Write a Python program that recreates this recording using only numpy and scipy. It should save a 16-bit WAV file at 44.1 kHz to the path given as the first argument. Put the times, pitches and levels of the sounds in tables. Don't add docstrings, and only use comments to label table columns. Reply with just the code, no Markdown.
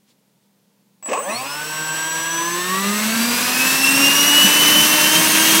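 import sys
import numpy as np
from scipy import signal
from scipy.fft import rfft, irfft, next_fast_len
from scipy.io import wavfile
from scipy.ndimage import uniform_filter1d, map_coordinates

SR = 44100
rng = np.random.default_rng(int(sys.argv[2]) if len(sys.argv) > 2 else 0)


def unload_audio(sound):
    columns = np.transpose(np.atleast_2d(sound))
    steps = np.round(np.clip(columns, -1, 1) * 32767)
    wavfile.write(sys.argv[1], SR, steps.astype(np.int16))


N = 246959

# f/Hz, density/dB
SHOP_SPECTRUM = [(30, -33), (65, -31), (105, -17), (150, -5), (200, 1), (300, -6.5), (370, -11),
                 (470, -7.5), (750, -16), (930, -12), (1200, -20.5), (4000, -20.5), (10000, -23.5),
                 (15500, -24)]
# f/Hz, level/dB
HUM = [(130, -76.5), (173, -74.5), (198, -68.5)]
# t/s, level/dB, length/s
BRUSHES = [(.102, -60.5, 0.02), (.435, -71, .02)]
# f/Hz, density/dB
BRUSH_SPECTRUM = [(800, -14), (3800, 0), (9000, -8), (14000, -20)]
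# t/s, level/dB, length/s
PUFFS = [(4.46, -18, 0.011), (4.81, -25.5, 0.043), (5.17, -26, 0.028)]
# f/Hz, density/dB
PUFF_SPECTRUM = [(40, -47), (100, -34), (185, 4), (250, -11), (450, -17), (2000, -63)]
# f/Hz, width/Hz, lift/dB
DUCT = [(940, 51, 3.5), (1068, 350, 6.5), (1668, 450, 6), (2716, 375, 8), (5900, 860, 4.5), (8954, 900, 0)]
# f/Hz, density/dB
ROAR_SLOW = [(40, -32), (85, -13), (140, 3), (350, 2), (750, 0), (2200, 5.5), (3300, -0.5), (4200, 2),
             (7000, -58)]
ROAR_FAST = [(40, -47), (85, -16.5), (130, -3), (195, 6.5), (350, 0.5), (550, -1.5), (780, -4.5),
             (2200, 0.5), (3300, -1.5), (4200, -3), (7000, -60)]
# f/Hz, density/dB
HISS_SLOW = [(1800, -32), (3000, -0.5), (3800, 1.5), (5000, -1), (7200, -2.5), (9000, 0), (11000, -5),
             (14000, -3), (16000, -8.5)]
HISS_FAST = [(1800, -41), (3000, -9), (3800, -2), (5000, -2), (7200, -3), (9000, -2.5), (11000, -3),
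             (14000, -3.5), (16000, -8)]
# t/s, level/dB
KICKS = [(1.0255, -36), (1.0572, -29.5), (1.094, -30), (1.13, -15), (1.133, -31)]
# f/Hz, width/Hz, gain/dB
HOUSING = [(217, 84, -15), (585, 142, 0), (1094, 113, 2), (1760, 210, -6), (2610, 310, -4),
           (6260, 1100, -17), (8350, 590, -15)]
# multiple of the shaft rate, level/dB
RIPPLE = [(2, -9.5), (3, -5), (4, -10), (6, -4), (7, -26), (8, -1.5), (12, -6), (17, -6), (18, 1), (19, -6),
          (24, -4)]
# t/s, growl level/dB, length/s
SURGES = [(1.098, -28, 0.0092), (1.122, -18, 0.0056), (1.146, -27, 0.0055), (1.18, -23.5, 0.024),
          (1.305, -27.5, 0.033), (1.43, -34.5, 0.033)]
# t/s, level/dB
SWITCHING = [(1.12, -37), (1.2, -34), (1.3, -38), (1.55, -40.5), (1.9, -29.5), (2.15, -29), (2.4, -32.5),
             (3.3, -33.5), (3.7, -48), (4.4, -27.5), (4.8, -44), (5.6, -30)]
# carrier multiple, shaft multiple, level/dB added at the peak of the spin-up,
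# level/dB at low speed, level/dB at full speed
SIDEBANDS = [(1, 1, -52, -62, -52), (1, 6, -45, -62, -53), (1, 12, -36.5, -59, -42), (1, 18, -49, -64, -33),
             (1, -18, -42, -60, -58), (2, -18, -57, -53, -52), (2, -6, -50, -55, -56)]
# f/Hz, width/Hz, lift/dB
CAN_PEAKS = [(4300, 610, 18), (5200, 250, 7.8), (6025, 780, 18.2)]
# multiple of the shaft rate,
# level/dB re the roar at low speed, level/dB re the roar at full speed
UNEVEN = [(3, -18, -21.5), (4, -21, -24.5), (5, -19.5, -21), (6, -23, -32), (7, -14, -18), (9, -18, -17),
          (11, -43, -39), (17, -20, -18.5), (19, -31, -33), (21, -18, -20), (27, -32, -15), (40, -23, -24)]
# multiple of the shaft rate, level/dB at full speed, growth/dB per doubling of speed,
# roughness 0-1, flutter width/Hz
TONES = [(1, -32.5, 18, 0.21, 16), (2, -38.5, 13.5, 0.39, 11), (6, -38, 2, 0.19, 27),
         (20, -34.5, 14.5, 0.54, 24), (30, -32, 29, 0.44, 44)]
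# f/Hz, width/Hz, lift/dB
TONE_PEAKS = [(123, 19, 17), (156, 7.4, 7), (200, 40, 18.5), (230, 19.6, 11.5), (276.6, 11.3, 10.5),
              (341.5, 27.5, 14.5), (388, 57, 10), (613.4, 24.6, 10.5), (1018, 69, 11), (1145, 150, 12),
              (2580, 440, 13), (3470, 520, 6.5), (4620, 370, 5), (5650, 710, 13.5), (8100, 1200, 5)]
# t/s, level/dB
WHINE = [(1.26, -41), (1.33, -27), (1.42, -48), (1.55, -32.5), (2.1, -27), (2.55, -30.5), (2.68, -31),
         (2.78, -28), (2.85, -35), (3.2, -32.5), (3.53, -32), (3.61, -19), (3.77, -26.5), (3.85, -13.5),
         (3.92, -20), (4.04, -14.5), (4.25, -20.5), (4.42, -11), (4.52, -18.5), (4.79, -15), (4.88, -25.5),
         (5.17, -19), (5.25, -30.5), (5.6, -22)]
# t/s, shaft rate f/Hz
THROTTLE = [(1.9, 157.5), (2.26, 163), (2.41, 166.7), (2.55, 174.5), (2.7, 184), (2.85, 199.5),
            (3.0, 212.5), (3.15, 226), (3.27, 237), (3.39, 243), (3.61, 257.4), (3.751, 266), (3.96, 274),
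            (4.22, 287), (4.41, 294), (4.58, 299.6), (5.049, 305.4), (5.17, 312.5), (5.6, 323)]

SHOP_DB = -63
FULL_SPEED_HZ = 300
ROAR_DB, ROAR_GROWTH_DB = -19, 15
HISS_DB, HISS_GROWTH_DB = -17, 16
MOUNT_CUT_HZ = 210
GROWL_DB = -36
CARRIER_HZ, OCTAVE_DB = 7796.3, -48
POWER_ON_S, POWER_ATTACK_S = 1.025, 0.0025
ALIGN_S, ALIGN_DB, ALIGN_HOLD_S, ALIGN_RELEASE_S = 1.0445, -32, 0.031, 0.013
SPIN_START_S, SPIN_UP_S, SPIN_SHAPE = 1.047, 0.241, 1.34
COMMUTATION_DB = -49
STEPS_PER_TURN = 36
TONES_START_S, TONES_RISE_S = 1.2, 0.04
TONE_CUT_HZ = 155
STANDING_WAVE_DB, STANDING_WAVES_PER_OCTAVE = 1.37, 26
TOP_HZ = 15800


def amp(db):
    return 10 ** (np.asarray(db) / 20)


def unit(x):
    return x / np.sqrt(np.mean(x ** 2) + 1e-20)


def clock():
    return np.arange(N) / SR


def curve(rows):
    return np.interp(clock(), *np.transpose(rows))


def ramp(start_s, rise_s):
    return np.clip((clock() - start_s) / rise_s, 0, 1)


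def swells(rows):
    return sum(amp(db) * np.exp(-0.5 * ((clock() - s) / length) ** 2) for s, db, length in rows)


def along(points, hz):
    f, v = np.transpose(points)
    return np.interp(np.log(hz + 1), np.log(f), v)


def lift(hz, peaks):
    return sum(db / (1 + (2 * (hz - c) / width) ** 2) for c, width, db in peaks)


def filtered(x, response):
    m = next_fast_len(N + SR // 4, True)
    return irfft(rfft(x, m) * response(np.fft.rfftfreq(m, 1 / SR)), m)[:N]


def noise(level_db):
    return unit(filtered(rng.standard_normal(N), lambda hz: amp(level_db(hz))))


def flutter(width_hz):
    pole = np.exp(-2 * np.pi * width_hz / SR)
    return unit(signal.sosfilt([[1, 0, 0, 1, -2 * pole, pole ** 2]], rng.standard_normal(N)))


def tone(cycles, rough, width_hz):
    angle = 2 * np.pi * (cycles + rng.random())
    in_phase = (1 + rough * flutter(width_hz)) * np.sin(angle)
    quadrature = rough * flutter(width_hz) * np.cos(angle)
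    return (in_phase + quadrature) * np.sqrt(2 / (1 + 2 * rough ** 2))


def spin_up():
    elapsed = np.maximum(clock() - SPIN_START_S, 0)
    return 1 - np.exp(-(elapsed / SPIN_UP_S) ** SPIN_SHAPE)


def throttle(speed):
    return np.clip((speed - 165) / 115, 0, 1)


def grown(speed, full_db, growth_db):
    doublings = np.log2(np.maximum(speed, 1) / FULL_SPEED_HZ)
    return (speed > 0) * amp(full_db + growth_db * doublings)


def workshop():
    room = amp(SHOP_DB) * noise(lambda hz: along(SHOP_SPECTRUM, hz))
    hum = sum(amp(db) * tone(hz * clock(), rough=0.48, width_hz=5.0) for hz, db in HUM)
    brushing = swells(BRUSHES) * noise(lambda hz: along(BRUSH_SPECTRUM, hz))
    return room + hum + brushing


def wake():
    return swells(PUFFS) * noise(lambda hz: along(PUFF_SPECTRUM, hz))


def duct_flow(slow_spectrum, fast_spectrum, fast):
    slow_flow = noise(lambda hz: along(slow_spectrum, hz) + lift(hz, DUCT))
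    fast_flow = noise(lambda hz: along(fast_spectrum, hz) + lift(hz, DUCT))
    return np.sqrt(1 - fast) * slow_flow + np.sqrt(fast) * fast_flow


def air(speed):
    fast = throttle(speed)
    eddies_db = 0.59 * flutter(8.8)
    roar = grown(speed, ROAR_DB, ROAR_GROWTH_DB) * amp(eddies_db + 0.93 * flutter(42))
    hiss = grown(speed, HISS_DB, HISS_GROWTH_DB) * amp(eddies_db + 0.32 * flutter(90))
    return roar * duct_flow(ROAR_SLOW, ROAR_FAST, fast) + hiss * duct_flow(HISS_SLOW, HISS_FAST, fast)


def housing(hz):
    modes = 0
    for k, (c, width, db) in enumerate(HOUSING):
        sign = (-1) ** k
        modes = modes + sign * amp(db) * 1j * hz * width / (c * c - hz * hz + 1j * hz * width)
    bass_cut = -hz ** 2 / (MOUNT_CUT_HZ ** 2 - hz ** 2 + 1j * hz * MOUNT_CUT_HZ)
    return modes * bass_cut


def kicks():
    blows = np.zeros(N)
    for s, db in KICKS:
        age = clock() - s
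        blows += (age >= 0) * amp(db - 60 * np.abs(age) / 0.11)
    blows *= rng.standard_normal(N)
    return amp(10.5) * filtered(blows, housing) + amp(-26) * blows


def growl(turns):
    ripple = sum(amp(db) * tone(k * turns, rough=1.0, width_hz=26) for k, db in RIPPLE)
    step_phase = (STEPS_PER_TURN * turns) % 1
    rattle = unit(amp(-14 * step_phase) * rng.standard_normal(N))
    ring = filtered(unit(ripple) + amp(5.5) * rattle, housing)
    local_rms = np.sqrt(np.abs(uniform_filter1d(ring ** 2, size=700)) + 1e-9)
    strain = swells(SURGES) + amp(GROWL_DB) * ramp(start_s=1.068, rise_s=0.013)
    return strain * ring / local_rms


def controller(turns, speed):
    cycles = CARRIER_HZ * clock()
    align_gate = ramp(ALIGN_S, POWER_ATTACK_S) - ramp(ALIGN_S + ALIGN_HOLD_S, ALIGN_RELEASE_S)
    squeal_level = amp(curve(SWITCHING)) + amp(ALIGN_DB) * align_gate
    squeal = squeal_level * tone(cycles, rough=0.074, width_hz=23)
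    octave = amp(OCTAVE_DB) * tone(2 * cycles, rough=0.3, width_hz=30)
    fast, running = throttle(speed), spin_up()
    power = np.gradient(running ** 2)
    power = power / power.max()
    bands = np.zeros(N)
    for m, k, surge_db, low_db, full_db in SIDEBANDS:
        depth = power ** 2 * amp(surge_db) + running * amp(low_db + fast * (full_db - low_db))
        bands += depth * tone(m * cycles + k * turns, rough=0.84, width_hz=21)
    return ramp(POWER_ON_S, POWER_ATTACK_S) * (squeal + octave + bands)


def commutation(turns, speed):
    level = amp(COMMUTATION_DB + lift(STEPS_PER_TURN * speed, CAN_PEAKS))
    whine = level * tone(STEPS_PER_TURN * turns, rough=0.41, width_hz=40)
    return ramp(TONES_START_S, TONES_RISE_S) * whine


def uneven_blades(turns, speed):
    fast = throttle(speed)
    weak = np.zeros(N)
    for k, low_db, full_db in UNEVEN:
        level_db = low_db + fast * (full_db - low_db) + lift(k * speed, DUCT)
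        weak += amp(level_db) * tone(k * turns, rough=1.0, width_hz=9.0)
    return grown(speed, ROAR_DB, ROAR_GROWTH_DB) * weak


def standing_waves(hz):
    place = STANDING_WAVES_PER_OCTAVE * np.log2(hz + 1)
    return STANDING_WAVE_DB * map_coordinates(rng.standard_normal(size=1024), [place], mode="wrap")


def shaft_tones(turns, speed):
    out = amp(curve(WHINE)) * tone(10 * turns, rough=0.22, width_hz=20)
    for k, full_db, growth_db, rough, width_hz in TONES:
        hz = k * speed
        radiated = 1 / np.sqrt(1 + (TONE_CUT_HZ / (hz + 1)) ** 8)
        path = radiated * amp(lift(hz, TONE_PEAKS) + standing_waves(hz))
        out += grown(speed, full_db, growth_db) * path * tone(k * turns, rough, width_hz)
    return out * ramp(TONES_START_S, TONES_RISE_S)


def scene():
    speed = curve(THROTTLE) * spin_up()
    turns = np.cumsum(speed) / SR
    drive = kicks() + growl(turns) + controller(turns, speed) + commutation(turns, speed)
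    fan = wake() + air(speed) + uneven_blades(turns, speed) + shaft_tones(turns, speed)
    return np.tile(workshop() + drive + fan, (2, 1))


def record(dry):
    band_limit = signal.ellip(12, 0.1, 90, TOP_HZ, fs=SR, output="sos")
    return signal.sosfilt(band_limit, dry)


dry = scene()
out = record(dry)
unload_audio(out)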